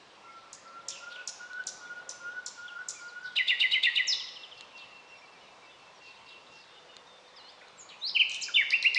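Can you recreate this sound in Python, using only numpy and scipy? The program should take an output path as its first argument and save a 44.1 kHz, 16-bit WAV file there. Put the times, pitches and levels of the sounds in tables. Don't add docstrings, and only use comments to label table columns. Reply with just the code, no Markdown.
import sys
import numpy as np
from scipy import signal
from scipy.io import wavfile
from scipy.ndimage import uniform_filter1d, map_coordinates

SR = 44100
rng = np.random.default_rng(int(sys.argv[2]) if len(sys.argv) > 2 else 0)


def to_wav(s):
    ch = np.atleast_2d(s).T
    pcm = np.round(np.clip(ch, -1, 1) * 32767)
    wavfile.write(sys.argv[1], SR, pcm.astype(np.int16))


N = 396017
TIME = np.arange(N) / SR

# (delay [s], time to the bend [ms], time after it [ms], start pitch [Hz], bend pitch [Hz],
#  end pitch [Hz], relative level [dB], place of the accent [0-1], roughness [0-1])
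FAR_CHIP_SHAPE = [(0.00095, 15, 19, 3600, 3000, 2700, -1.5, 0.17, .02)]
FAR_ARCH_SHAPE = [(0.0029, 15, 60, 2000, 2400, 2220, 0, 0.38, 0)]


def gain_of(db):
    return 10 ** (np.asarray(db) / 20)


def evened(x):
    return x / np.sqrt(np.mean(x ** 2) + 1e-20)


def read_spectrum(points, hz):
    f, value = np.transpose(points)
    return np.interp(np.log(hz + 1), np.log(f + 1), value)


def add(mix, s, sound):
    part = mix[max(round(s * SR), 0):][:len(sound)]
    part += sound[:len(part)]


def drift(size, hz):
    points = rng.standard_normal(size=4096)
    return map_coordinates(points, [np.arange(size) * 2 * hz / SR], order=3, mode="wrap")


def nightingale(bright_hz=4000, bright_db=1):
    # (delay [s], time to the bend [ms], time after it [ms], start pitch [Hz], bend pitch [Hz],
    #  end pitch [Hz], relative level [dB], place of the accent [0-1], roughness [0-1])
    tik_shape = [(0.00029, 1.967, 10, 7700, 8000, 3120, 6, 0.29, 0.58)]
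    snap_shape = [(0.0014, 1.9, 3, 9600, 6020, 3200, -4, 0.53, 0.72)]
    buzz_shape = [(.002, 13.8, 10.6, 3170, 3709, 3540, 0.004, 0.64, 0.83)]
    hook_and_sigh_shape = [(.02, 16, 7.3, 2572, 2952, 2010, 0.32, 0.73, 0.11),
                           (.045, 6.2, 22, 2346, 2010, 1866, -1.4, 0.3, .02)]
    downstroke_shape = [(0.0017, 2.4, 6.5, 7200, 5870, 2780, -2.7, 0.53, .55)]
    scoop_shape = [(.0165, 6.9, 11, 2046, 1967, 2340, -6.5, .5, .12),
                   (.027, 15.26, 14.4, 2137, 2712, 2860, 0.5, 0.65, 0.092)]
    # (time [s], level [dB], pitch factor [x], length factor [x])
    tik_rows = [(0.527, -42, 0.98, 1.06), (.882, -34.5, 0.92, 1.12), (1.273, -34, 0.94, 0.95),
                (1.666, -29, 0.97, 1.33), (2.0895, -33, 0.93, 1.1), (2.459, -31, 0.93, 1.16),
                (2.883, -32.5, 1, 1.27)]
    snap_rows = [(8.294, -32, 0.91, 1), (8.316, -29.5, 0.84, 0.97), (8.343, -34.5, 0.93, 0.97)]
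    chug_rows = [(3.351, -19.5, 1.03, .93), (3.469, -19.5, 1.01, 1), (3.591, -17.5, 1.036, 1),
                 (3.706, -19.5, 1.06, 1.01), (3.821, -19, .98, .99), (3.946, -20, 1.026, 0.97)]
    whip_rows = [(8.701, -17.5, 0.99, 1), (8.822, -16.5, 1.008, 1), (8.942, -14, 1, 0.96)]
    # (time [s], time to the bend [ms], time after it [ms], start pitch [Hz], bend pitch [Hz],
    #  end pitch [Hz], level [dB], place of the accent [0-1], roughness [0-1])
    slur_rows = [(4.07, 15, 42, 7800, 5520, 4650, -23.5, 0.44, 0.08),
                 (4.119, 9, 18, 4780, 3980, 3220, -22.5, 0.34, 0.08),
                 (7.775, 15, 31, 7600, 7420, 6420, -46, 0.66, 0.08),
                 (8.011, 54, 29, 3530, 4430, 5670, -28.5, 0.7, 0),
                 (8.089, 5, 4.7, 5640, 4870, 3200, -26, .65, 0.05),
                 (8.146, 11, 24.4, 2924, 3106, 2174, -17, 0.58, 0.05),
                 (8.19, 9.12, 35, 2894, 3120, 2096, -15.5, 0.37, 0.05),
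                 (8.407, 10, 32, 4940, 7850, 3940, -30.5, 0.66, 0.25),
                 (8.406, 14, 8.9, 3530, 4250, 4150, -39, .6, 0),
                 (8.461, 13, 14, 3010, 2640, 2250, -38.5, 0.9, 0.07),
                 (8.483, 8, 19, 1770, 1464, 1310, -37, 0.15, 0),
                 (8.539, 8, 8.7, 2870, 3570, 3570, -18.5, 0.82, 0.02),
                 (8.554, 8, 19, 2810, 3110, 2414, -16, .52, 0.08),
                 (8.573, 35, 25, 2433, 2140, 1487, -18.5, 0.14, 0.08)]

    whistles = whistling(overtone_db=-26.5, jitter=0.0075, quiver_db=3.5, quiver_hz=27.5)
    whistles = gain_of(1) * whistles

    tiks = phrase(tik_shape, tik_rows, edge_db=26.5, plateau=1.3, overtone=3 / 2, overtone_db=-16)
    tiks = tiks + phrase(snap_shape, snap_rows, edge_db=0, settle=0.1, rasp=0.2, buzz=0.05)

    buzzes = phrase(buzz_shape, chug_rows, edge_db=25.5, plateau=1.49, settle=1.07,
                    rasp=0.26, buzz=0.069, hiss=0.12, quiver_db=1.5, quiver_hz=60.6)
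    hooks_and_sighs = phrase(hook_and_sigh_shape, chug_rows, edge_db=15, plateau=4.7,
                             rasp=0.17, quiver_db=1.8, quiver_hz=61.4)
    chugs = buzzes + hooks_and_sighs

    downstrokes = phrase(downstroke_shape, whip_rows, edge_db=36, plateau=1.55, rasp=0.17, buzz=0.16)
    scoops = phrase(scoop_shape, whip_rows, edge_db=16, plateau=2.7, rasp=0.135, buzz=0.1)
    whips = downstrokes + scoops

    slurs = sing(slur_rows, edge_db=23, plateau=3.13, jitter=0.007, quiver_db=1.3, quiver_hz=117.8)
    song = chugs + whips + slurs

    high_pass = signal.butter(2, bright_hz, "high", fs=SR, output="sos")
    leafy = song + gain_of(bright_db) * signal.sosfiltfilt(high_pass, song)

    near = gain_of(4) * tiks + gain_of(-3) * leafy + gain_of(4) * whistles
    scattered = gain_of(-8.5) * whistles + gain_of(-5) * tiks + gain_of(-11) * leafy
    return whistles + tiks + song + near_echoes(near) + woods(scattered)


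def whistling(taper=0.033, rise_db=9, dip=0.31, **voice):
    # (time [s], length [s], level at the end [dB], start pitch [Hz],
    #  end pitch [Hz], swells [count])
    whistle_rows = [(0.209, 0.24, -45.5, 1374, 1333, 2), (.645, 0.17, -40.5, 1350, 1370, 2),
                    (1.003, 0.21, -34.5, 1375, 1482, 2), (1.389, 0.2, -33, 1442, 1477, 2),
                    (1.586, 0.028, -35, 1500, 1498, 1), (1.796, 0.23, -36, 1432, 1448, 3),
                    (2.196, 0.209, -34, 1398, 1482, 2), (2.575, 0.11, -35.5, 1405, 1463, 2),
                    (2.692, 0.093, -36, 1425, 1395, 2), (2.783, .032, -31, 1465, 1460, 1),
                    (2.986, 0.24, -38, 1410, 1461, 2), (3.222, 0.069, -36, 1497, 1478, 1)]
    out = np.zeros(N)
    for s, length, db, start_hz, end_hz, swells in whistle_rows:
        u = np.linspace(0, 1, round(length * SR))
        hz = start_hz + (end_hz - start_hz) * u
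        note = syrinx(hz, db + rise_db * (u - 1), **voice)
        throb = dip + (1 - dip) * abs(np.sin(np.pi * round(swells) * u))
        add(out, s, note * throb * signal.windows.tukey(len(u), taper))
    return out


def phrase(syllable, rows, **voice):
    glides = []
    for s, row_db, pitch, length in rows:
        for delay, lead, trail, start, bend, end, db, accent, rough in syllable:
            glides.append((s + delay * length, lead * length, trail * length,
                           start * pitch, bend * pitch, end * pitch, db + row_db, accent, rough))
    return sing(glides, **voice)


def sing(glides, **voice):
    out = np.zeros(N)
    for s, *note in glides:
        add(out, s, glide(*note, **voice))
    return out


def glide(lead_ms, trail_ms, start_hz, bend_hz, end_hz, db, accent, rough,
          edge_db=20, plateau=4.4, settle=0.66, **voice):
    ms = np.arange(0, lead_ms + trail_ms, 1000 / SR)
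    u = ms / ms[-1]
    accent = np.clip(accent, 0.05, 0.95)
    log_pitch = np.log([start_hz, bend_hz, end_hz])
    hz = np.exp(np.interp(ms, [0, lead_ms, lead_ms + trail_ms], log_pitch))
    hz = uniform_filter1d(hz, size=96)
    off_accent = np.maximum(1 - u / accent, (u - accent) / (1 - accent))
    level = db - edge_db * abs(off_accent) ** plateau
    return syrinx(hz, level, np.clip(rough * (1 - settle * u), 0, 1), **voice)


def syrinx(hz, db, rough=0, overtone=2, overtone_db=-43, jitter=0.0032, quiver_db=3.36, quiver_hz=30,
           rasp=0.12, rasp_hz=1300, buzz=0.1, hiss=0.072):
    size = len(hz)
    scatter = jitter * drift(size, 190) + rasp * rough * drift(size, rasp_hz)
    phase = 2 * np.pi * np.cumsum(hz * (1 + scatter)) / SR
    second = (gain_of(overtone_db) + buzz * rough) * np.sin(overtone * phase)
    tone = np.sin(phase) + second
    airy = hiss * rough * drift(size, SR / 4)
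    steps = np.arange(size)
    fade = np.minimum(np.minimum(steps, steps[::-1]) / 30, 1)
    return gain_of(db + quiver_db * drift(size, quiver_hz)) * (tone + airy) * fade


def near_echoes(x, smear_s=0.0031):
    # (delay [ms], level [dB])
    echo_rows = [(7, -9.5), (11.5, -19), (15.5, -13.5), (20, -14)]
    response = np.zeros(SR // 8)
    for ms, db in echo_rows:
        patch = rng.standard_normal(SR // 100) * np.exp(-TIME[:SR // 100] / smear_s)
        add(response, ms / 1000, gain_of(db) * patch / np.linalg.norm(patch))
    return signal.oaconvolve(x, response)[:N]


def woods(x, onset_s=0.0038):
    # (frequency [Hz], time to fall by 60 dB [s])
    fade_times = [(1400, 0.87), (2700, 0.95), (5000, 0.79), (8000, 0.49)]
    taps = rng.choice([-1., 1.], SR) * (rng.random(SR) < 4000 / SR)
    hz, t, z = signal.stft(taps, SR, nperseg=256)
    fading = gain_of(-60 * t / read_spectrum(fade_times, hz)[:, None])
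    tail = signal.istft(z * fading, SR, nperseg=256)[1][:SR]
    tail = tail * (1 - np.exp(-TIME[:SR] / onset_s))
    return signal.fftconvolve(x, tail / np.linalg.norm(tail))[:N]


def far_birds():
    # (delay [s], time to the bend [ms], time after it [ms], start pitch [Hz], bend pitch [Hz],
    #  end pitch [Hz], relative level [dB], place of the accent [0-1], roughness [0-1])
    flute_shape = [(0.0034, 39, 79, 2775, 2760, 2705, 0, 0.56, 0.0015)]
    churr_shape = [(0.00047, 90, 25, 4400, 2640, 2850, 0.0028, 0.22, 1)]
    far_scoop_shape = [(0, 45, 30, 5750, 4200, 4320, -1.1, 0.23, .05),
                       (.065, 55, 30, 4310, 4430, 5650, -1, 1, .05)]
    # (time [s], level [dB], pitch factor [x], length factor [x])
    chip_rows = [(2.679, -42.5, 0.97, 0.89), (3.006, -53.5, 1.5, .6), (3.08, -50, 1.4, 0.97)]
    arch_rows = [(2.94, -49, 1.02, .85), (5.069, -62, 2.42, .67), (5.15, -62, 2.37, .94),
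                 (5.21, -55, 1.01, 0.66), (5.33, -63, 0.82, 0.64), (5.939, -65, 2.43, .65),
                 (7.99, -64, 2.7, .43)]
    churr_rows = [(0.89, -44.5, .95, 1.05), (1.1, -45, .95, 1.1), (3.23, -50.5, 1.2, 1.03),
                  (4.57, -48, 1.01, 0.69), (4.77, -48, 1.07, 0.82), (6.02, -57, 1.15, 1.8),
                  (6.261, -52, 1.02, 1.2), (6.52, -56.5, 1.25, 2.3), (7.61, -47.5, 0.54, 0.22),
                  (7.889, -44.5, 0.93, .56)]
    far_scoop_rows = [(7.36, -49, 0.95, 1)]
    # (first time [s], last time [s],
    #  syllables [count], first level [dB], last level [dB], pitch factor [x], length factor [x])
    flute_runs = [(4.37, 4.551, 2, -54, -55, 0.99, 0.89), (4.74, 5.085, 3, -49, -54, .988, 0.93),
                  (5.24, 5.78, 4, -61.5, -59, .972, 1.14), (6.0, 6.49, 3, -53, -56.5, .992, 1.19),
                  (6.69, 7.59, 6, -60.5, -64, 1.315, 1.25)]
    chip_runs = [(4.195, 4.512, 5, -36.5, -42, 1.05, .7)]

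    fluting = phrase(flute_shape, paced(flute_runs), edge_db=9, jitter=0.0055, quiver_db=2, quiver_hz=25)
    chips = phrase(FAR_CHIP_SHAPE, chip_rows + paced(chip_runs), edge_db=7)
    arches = phrase(FAR_ARCH_SHAPE, arch_rows, edge_db=8.5)
    two_voices = phrase(far_scoop_shape, far_scoop_rows, edge_db=11,
                        overtone=np.sqrt(0.5), overtone_db=-4.5)
    churrs = phrase(churr_shape, churr_rows, edge_db=9.5, plateau=0.66, settle=0.78,
                    rasp=0.17, rasp_hz=688, buzz=0.05, quiver_db=3, quiver_hz=92)

    clear = gain_of(2) * fluting + chips + arches + gain_of(-2) * two_voices
    blurred = churrs + chatter()
    direct = gain_of(-0.5) * clear + gain_of(1.5) * blurred
    return direct + woods(gain_of(-9) * clear + gain_of(-3) * blurred)


def paced(runs):
    rows = []
    for first, last, count, first_db, last_db, pitch, length in runs:
        for s, db in np.linspace((first, first_db), (last, last_db), round(count)):
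            rows.append((s, db, pitch, length))
    return rows


def chatter(count=120, level_db=-61, spread_db=3, highest=1.7):
    when, high, length, loud = rng.random((count, 4)).T
    db = level_db + spread_db * (2 * loud - 1) - 3 * high
    pitch = 0.9 + (highest - 0.9) * high
    rows = np.transpose([when * N / SR, db, pitch, 0.4 + 0.49 * length])
    return phrase(FAR_CHIP_SHAPE, rows[::2], jitter=0.02) + phrase(FAR_ARCH_SHAPE, rows[1::2], jitter=0.022)


def clicks(ring_hz=4100, upper_hz=6600, decay_s=0.00061, upper_db=-9):
    # (time [s], level [dB])
    click_rows = [(1.291, -28.5), (1.533, -35.5), (1.639, -36.5), (4.6097, -28), (6.9675, -29.5),
                  (7.523, -44), (7.684, -41)]
    t, out = TIME[:SR // 50], np.zeros(N)
    ring = np.sin(2 * np.pi * ring_hz * t)
    upper = gain_of(upper_db) * np.sin(2 * np.pi * upper_hz * t)
    tick = (ring + upper) * np.exp(-t / decay_s)
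    for s, db in click_rows:
        add(out, s, gain_of(db) * tick)
    return out


def wash(level_db=-54.57, patchy_db=1.5, swell_share=0.6):
    # (frequency [Hz], relative level per hertz [dB])
    colour_points = [(15, -48.5), (25, -18), (65, -14.5), (184, -6), (234, -7.5), (506, -1), (675, -1),
                     (1040, 2), (1490, -5.5), (1990, -6), (2480, -6.5), (2730, -7.5), (3640, -8.5),
                     (5350, -13.5), (7860, -23), (10200, -28), (17300, -120)]
    # (time [s], level [dB])
    swell_points = [(0.0, -61), (0.72, -59.5), (1.61, -59.5), (2.1, -55.5), (2.28, -60.5), (5.87, -62),
                    (6.0, -62.5), (8.9, -60)]
    frames, hz = N // 512 + 5, np.fft.rfftfreq(2048, 1 / SR)
    a, b, patches = rng.standard_normal((3, frames, len(hz)))
    patches = uniform_filter1d(patches, size=12, axis=0)
    patches = evened(uniform_filter1d(patches, size=14, axis=1))
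    s, db = np.transpose(swell_points)
    swell = np.interp(np.arange(frames) * 512 / SR, s, db - np.median(db))
    low_part = 1 / (1 + (hz / 1800) ** 2)
    field_db = read_spectrum(colour_points, hz) + patchy_db * patches
    field_db = field_db + swell_share * swell[:, None] * low_part
    spectrum = (a + 1j * b) * gain_of(field_db)
    noise = signal.istft(spectrum.T, nperseg=2048, noverlap=1536)[1][:N]
    return gain_of(level_db) * evened(noise)


def hum(low_hz=199, low_db=-81, waver=0.02104):
    # (time [s], pitch [Hz], level [dB])
    hum_points = [(0, 530, -78), (1, 553.4, -59), (1.6, 520, -72.5), (2.2, 537, -63), (3.2, 494.6, -79.5),
                  (4.4, 504.3, -66), (6.2, 491.4, -75), (7.3, 506, -64.5), (8.98, 502, -79)]
    s, hz, db = np.transpose(hum_points)
    turns = np.cumsum(np.interp(TIME, s, hz) * (1 + waver * drift(N, 26.2))) / SR
    low_turns = np.cumsum(low_hz * (1 + waver * drift(N, 16))) / SR
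    upper = gain_of(np.interp(TIME, s, db)) * np.sin(2 * np.pi * turns)
    return upper + gain_of(low_db) * np.sin(2 * np.pi * low_turns)


def scene():
    return (nightingale() + far_birds() + wash() + hum() + clicks())[None]


def record(dry, edge_hz=12200):
    # (frequency [Hz], level [dB])
    response_points = [(7400, -1), (8100, -2), (10000, -6.5), (11000, -25), (12000, -15.5)]
    hz = np.fft.rfftfreq(512, 1 / SR)
    colour = signal.firwin2(255, hz, gain_of(read_spectrum(response_points, hz)), fs=SR)
    edge = signal.firwin(255, edge_hz, window=("kaiser", 9), fs=SR)
    return signal.oaconvolve(dry, np.convolve(colour, edge)[None], "same")


dry = scene()
out = record(dry)
to_wav(out)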